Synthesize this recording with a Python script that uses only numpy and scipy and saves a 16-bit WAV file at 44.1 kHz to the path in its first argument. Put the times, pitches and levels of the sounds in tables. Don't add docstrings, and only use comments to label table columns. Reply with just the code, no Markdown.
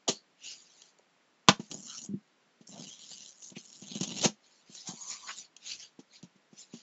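import sys
import numpy as np
from scipy import signal
from scipy.fft import rfft, irfft, next_fast_len
from scipy.io import wavfile
from scipy.ndimage import uniform_filter1d, map_coordinates

SR = 44100
rng = np.random.default_rng(int(sys.argv[2]) if len(sys.argv) > 2 else 0)


def transcribe(u):
    v = np.clip(np.atleast_2d(u).T, -1, 1)
    q = np.round(v * 32767).astype(np.int16)
    wavfile.write(sys.argv[1], SR, q)


N = 301070
T = np.arange(N) / SR
SHORT = T[:SR // 4]

# time in seconds, hiss level in dB, rasp level in dB, box drone level in dB.
BLADE_STROKES = [
    [(1.7, -56, -79, -58), (1.716, -43.5, -48, -41.5), (1.754, -44, -65, -44.5), (1.828, -51, -70, -59.5),
     (1.946, -41.5, -49.5, -71), (2.038, -45, -63.5, -56.5), (2.068, -54.5, -61, -61),
     (2.085, -72, -76, -51)],
    [(2.67, -53, -78, -95), (2.69, -50, -74, -50.5), (2.716, -55, -60.5, -58.5), (2.804, -46, -51.5, -45.5),
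     (2.942, -56, -54.5, -76), (3.21, -49, -53, -70), (3.342, -56, -68.5, -83.5), (3.5, -49, -70, -71),
     (3.53, -57, -75, -53)],
    [(3.55, -62, -64, -73), (3.562, -53.5, -54, -69), (3.698, -54.5, -72, -73), (3.75, -51, -53.5, -76),
     (3.78, -57, -71, -68), (3.87, -50.5, -50.5, -58), (4.02, -48.5, -47.5, -46), (4.162, -49, -44, -46.5),
     (4.235, -36.5, -35, -45.5)],
]
# start in seconds, strength in dB.
FIBRE_SNAPS = [(0.0786, -17.5), (0.087, -20.5), (0.819, -33), (0.9869, -41.5), (1.713, -26), (2.276, -49),
               (3.047, -36.5), (3.4228, -33.5), (3.502, -35), (3.652, -36.5), (3.701, -37), (3.822, -35),
               (3.951, -27), (4.009, -23), (4.031, -22.5), (4.1848, -25), (4.7503, -31), (5.5652, -32),
               (6.228, -35), (6.739, -35.5)]
# start in seconds, strength in dB, time to fade by 60 dB in seconds.
TAPE_POPS = [(1.478, -37.5, 0.02), (1.4861, -4.5, 0.045), (1.493, -12.5, 0.035), (4.2585, -21.5, 0.015)]
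# start in seconds, peak of the thump in dB, pitch of the panel in Hz.
BOX_KNOCKS = [(0.086, -24, 394), (0.092, -29, 207), (1.486, -13.5, 195.3), (1.596, -30, 215),
              (2.609, -47.5, 219), (3.518, -45, 198), (3.566, -36.5, 213), (3.822, -41, 198),
              (3.955, -31.5, 213), (4.010, -25, 195), (4.256, -18, 214.6), (4.696, -48, 208.4),
              (4.888, -36.5, 186), (4.935, -43.5, 218), (5.99, -40, 272), (6.232, -40.5, 182),
              (6.357, -56.5, 199), (6.529, -48, 212), (6.737, -36.5, 232)]
# multiple of its pitch, relative level in dB, time to fade by 60 dB in seconds.
PANEL_MODES = [(0.798, -5, 0.054), (0.998, 1.5, 0.067), (1.221, -1.5, 0.045), (1.6, -5.5, 0.057),
               (2.148, -17, 0.031), (3.048, -15.5, 0.043)]
# middle in seconds, half length in seconds, resonance in Hz, its width in Hz, level in dB.
EDGE_SCRAPES = [(0.085, 0.0066, 744, 496, -35.5), (0.158, 0.038, 4430, 428, -51.5),
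                (0.481, 0.057, 2880, 610, -50), (0.996, 0.0042, 567, 251, -55),
                (1.605, 0.0052, 476, 393, -42.5), (1.923, 0.048, 1330, 345, -59),
                (2.772, 0.039, 620, 370, -55.5), (3.568, 0.011, 2600, 1170, -46.5),
                (4.901, 0.031, 827, 407, -50), (5.299, 0.018, 1540, 1770, -41.5)]
# time in seconds, hiss level in dB, rasp level in dB.
FLAP_FOLD = [(4.66, -74, -69), (4.762, -46.5, -54.5), (4.85, -61, -61.5), (4.882, -35, -45.5),
             (4.938, -57, -59.5), (5.066, -45, -58), (5.114, -36.5, -43), (5.17, -53.5, -51.5),
             (5.256, -54.5, -58), (5.28, -47.5, -45.5), (5.352, -54, -55.5), (5.392, -43, -54),
             (5.45, -63, -56.5), (5.48, -84, -81)]
# start in seconds, length in seconds, hiss level in dB, rasp in dB against the hiss.
HAND_RUBS = [(0.451, 0.074, -49.5, -1.5), (0.556, 0.33, -64.5, -3), (1.621, 0.042, -60, -9),
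             (4.441, .18, -72, 1.5), (5.667, 0.065, -48, 4.5), (5.803, 0.041, -57.5, 4),
             (6.146, 0.019, -64.5, 7), (6.585, 0.042, -55, -5), (6.74, 0.061, -58.5, -1)]
# start in seconds, length in seconds, pitch at the start in Hz, level in dB.
CREASE_SQUEAKS = [(5.011, .15, 1009, -56.5), (5.244, 0.068, 1063, -53)]
# frequency in Hz, relative level in dB per Hz.
TAPE_TONE = [(1700, -24), (2450, -15), (2950, 0), (3500, -5), (4150, -1), (4800, -6), (5600, -1), (6100, 0),
             (6800, 3), (8000, -10)]
# frequency in Hz, relative level in dB per Hz.
BOARD_TONE = [(400, -21.5), (680, -15.5), (1200, -24.5), (3000, -5), (3600, -5), (4500, 1.5), (5500, 2),
              (6900, 9.5), (8000, -7.5)]
# frequency in Hz, relative level in dB per Hz.
HOLLOW_TONE = [(80, -29), (140, -3.5), (200, 6.5), (450, -13), (740, -16), (1200, -28.5), (3000, -48)]
# frequency in Hz, relative level in dB per Hz.
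BURST_TONE = [(70, -21.5), (200, -9.5), (620, 4), (900, 1), (1400, 2.5), (1650, -2), (2050, -2), (3200, 2),
              (4400, -4.5), (5700, -0.5), (8000, -15.5)]
# frequency in Hz, relative level in dB per Hz.
TEAR_TONE = [(70, -16.5), (230, 4.5), (500, 8.5), (900, 4.5), (1600, -7), (2900, 3), (5000, 1.5),
             (6600, 8.5), (8000, -9)]
# frequency in Hz, relative level in dB per Hz.
AIR_TONE = [(80, -35.5), (170, -8.5), (2100, -15), (8000, -25)]

HISS_DB, RASP_DB, DRONE_DB = 0, -1.5, 0
RIP_S, RIP_HOLD_S, RIP_DB = 4.247, 0.006, -21
RIP_RISE_DB_PER_S, RIP_FALL_DB_PER_S = 898, 682.5
SNAP_T60, LONGER_PER_DB = 0.032, 0.1251
SNAP_ATTACK_S, SCUFF_ATTACK_S = .002, 0.0036
JUDDER_S, JUDDER_LENGTH_S, JUDDER_DB = 2.09, .085, -33.5
JUDDER_SAG_DB_PER_S, JOLT_S, JOLT_DB = 152, 2.139, -25
SLIP_HZ, JUDDER_PANEL_HZ = 99, 205.5
SCUFF_DB, SCUFF_T60, SCUFF_MAX_DB = -10.5, 0.087, -45.5
RUB_RISE_DB_PER_S, RUB_FALL_DB_PER_S = 450, 351
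SQUEAK_RISE_HZ_PER_S, SQUEAK_WIDTH_HZ = 900, 170
ROOM_T60, ROOM_DB = 0.13, -12.5
AIR_DB = -69
TOP_HZ = 7600


def cutting():
    band_gains = amp([[HISS_DB], [RASP_DB], [DRONE_DB]])
    hiss, rasp, drone = sum(gains(rows) for rows in BLADE_STROKES) * band_gains
    grain = fibres(rate=1100, spread_db=5.5, smooth=.35)
    catching = unit(amp(2.12 * wobble(62)))
    blade = friction(hiss, rasp, shifting(coloured(grain, TAPE_TONE)))
    box_drone = drone * coloured(grain, HOLLOW_TONE)
    return catching * (blade + box_drone)


def rip():
    pull = held(RIP_S, RIP_HOLD_S, RIP_RISE_DB_PER_S, RIP_FALL_DB_PER_S)
    tearing = coloured(fibres(rate=4500, spread_db=1.5, smooth=1.0), TEAR_TONE)
    return amp(RIP_DB) * pull * tearing


def snaps():
    spray, crunch = np.zeros((2, N))
    for s, db in FIBRE_SNAPS:
        t60 = SNAP_T60 * np.exp(LONGER_PER_DB * (db + 28.5))
        tick_and_spray = fade(0.0091) + fade(t60)
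        burst = amp(db - 6) * tick_and_spray * attack(SNAP_ATTACK_S)
        add(spray, s, burst)
        add(crunch, s, burst * amp(0.24 * db - 1.5))
    return spray * coloured(noise(), TAPE_TONE) + crunch * coloured(noise(), TEAR_TONE)


def pops():
    out = np.zeros(N)
    u = SHORT / .00022
    pulse = (u - 1) * np.exp(-u)
    for s, db, t60 in TAPE_POPS:
        decay = fade(t60) + .08 * fade(0.075)
        crackle = coloured(noise(len(SHORT)), BURST_TONE) * decay
        add(out, s, amp(db) * (2.4 * pulse + .62 * crackle))
    return out


def judder():
    out = np.zeros(N)
    ring = panel(JUDDER_PANEL_HZ)
    for age in np.arange(0, JUDDER_LENGTH_S, 1 / SLIP_HZ):
        slip_db = JUDDER_DB - JUDDER_SAG_DB_PER_S * age + rng.normal()
        add(out, JUDDER_S + age, amp(slip_db) * ring)
    add(out, JOLT_S, amp(JOLT_DB) * ring)
    return filtered(out, lambda hz: 1 / (1 + (hz / 400) ** 6))


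def knocks():
    thumps, scuff = np.zeros((2, N))
    for s, db, pitch_hz in BOX_KNOCKS:
        add(thumps, s, amp(db) * panel(pitch_hz))
        scuff_db = min(db + SCUFF_DB, SCUFF_MAX_DB)
        add(scuff, s, amp(scuff_db) * fade(SCUFF_T60) * attack(SCUFF_ATTACK_S))
    return thumps + scuff * coloured(noise(), TEAR_TONE)


def panel(pitch_hz):
    ring = np.zeros(len(SHORT))
    for ratio, db, t60 in PANEL_MODES:
        ring += amp(db) * fade(t60) * np.sin(2 * np.pi * ratio * pitch_hz * SHORT)
    no_bass = signal.butter(4, 138, "high", fs=SR, output="sos")
    ring = signal.sosfilt(no_bass, ring * attack(.0015))
    return ring / np.abs(ring).max()


def scrapes():
    out = np.zeros(N)
    for s, half, centre_hz, width_hz, db in EDGE_SCRAPES:
        def resonance(hz):
            return 1 / (1 + ((hz ** 2 - centre_hz ** 2) / (hz * width_hz + 1)) ** 2)
        swell = np.exp(-((T - s) / half) ** 2)
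        out += amp(db) * unit(filtered(noise(), resonance)) * swell
    return out


def rubbing():
    hiss, rasp = gains(FLAP_FOLD)
    for s, length, db, rasp_db in HAND_RUBS:
        swell = amp(db) * held(s, length, RUB_RISE_DB_PER_S, RUB_FALL_DB_PER_S)
        hiss = hiss + swell
        rasp = rasp + swell * amp(rasp_db)
    grain = fibres(rate=2000, spread_db=4, smooth=.65)
    surface = friction(hiss, rasp, shifting(coloured(grain, BOARD_TONE)))
    return surface + amp(-31) * hiss * coloured(grain, HOLLOW_TONE)


def squeak():
    flutter = unit(filtered(noise(), lambda hz: 1 / (1 + (2 * hz / SQUEAK_WIDTH_HZ) ** 2)))
    out = np.zeros(N)
    for s, length, start_hz, db in CREASE_SQUEAKS:
        pitch = start_hz + SQUEAK_RISE_HZ_PER_S * (T - s)
        tone = np.sin(2 * np.pi * np.cumsum(pitch) / SR)
        bend = held(s, length, rise_db_per_s=400, fall_db_per_s=600)
        out += amp(db) * bend * unit(flutter * tone)
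    return out


def fibres(rate, spread_db, smooth):
    moments = rng.random(N) < rate / SR
    sizes = amp(spread_db * np.clip(noise(), -2, 2))
    breaks = moments * rng.choice([-1, 1], N) * sizes
    return unit(unit(breaks) + smooth * noise())


def friction(hiss, rasp, sound):
    lower = filtered(sound, lambda hz: 1 / (1 + (hz / 4900) ** 10))
    return hiss * unit(sound - lower) + rasp * unit(lower)


def shifting(x):
    hz, t, z = signal.stft(x, SR, nperseg=512)
    knots = rng.standard_normal(z.shape)
    places = np.meshgrid(hz / 400, t / .026, indexing="ij")
    field = amp(4.8 * map_coordinates(knots, places))
    return unit(signal.istft(z * field)[1][:N])


def room(x):
    tail = noise(len(SHORT)) * fade(ROOM_T60) * (SHORT > .005)
    return signal.fftconvolve(x, tail / np.linalg.norm(tail))[:N]


def quiet_air():
    return amp(AIR_DB) * coloured(noise(), AIR_TONE)


def amp(db):
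    return 10 ** (np.asarray(db) / 20)


def noise(length=N):
    return rng.standard_normal(length)


def fade(t60):
    return amp(-60 * SHORT / t60)


def attack(seconds):
    return 1 - np.exp(-SHORT / seconds)


def held(start, length, rise_db_per_s, fall_db_per_s):
    rise = rise_db_per_s * (T - start)
    fall = fall_db_per_s * (start + length - T)
    return amp(np.minimum(0, np.minimum(rise, fall)))


def gains(rows):
    s, *columns = np.transpose(rows)
    gate = uniform_filter1d(((T >= s[0]) & (T <= s[-1])) * 1., size=300)
    return np.array([gate * amp(np.interp(T, s, c)) for c in columns])


def wobble(rate):
    return map_coordinates(noise(int(N * rate / SR) + 4), [T * rate])


def unit(x):
    return x / np.sqrt(np.mean(x ** 2) + 1e-20)


def along(points, hz):
    f, v = np.transpose(points)
    return np.interp(np.log(hz + 1), np.log(f), v)


def filtered(x, response):
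    size = next_fast_len(len(x) + 8192)
    hz = np.fft.rfftfreq(size, 1 / SR)
    return irfft(rfft(x, size) * response(hz), size)[:len(x)]


def coloured(x, spectrum):
    return unit(filtered(x, lambda hz: amp(along(spectrum, hz))))


def add(track, s, sound):
    start = max(0, round(s * SR))
    track[start:start + len(sound)] += sound[:max(0, N - start)]


def scene():
    knife = cutting() + rip() + snaps() + pops() + judder()
    box = knife + knocks() + scrapes() + rubbing() + squeak()
    return (box + amp(ROOM_DB) * room(box) + quiet_air())[None]


def record(dry):
    clipped = np.clip(dry[0], -.9, .9)
    return filtered(clipped, lambda hz: 1 / np.sqrt(1 + (hz / TOP_HZ) ** 100))[None]


dry = scene()
out = record(dry)
transcribe(out)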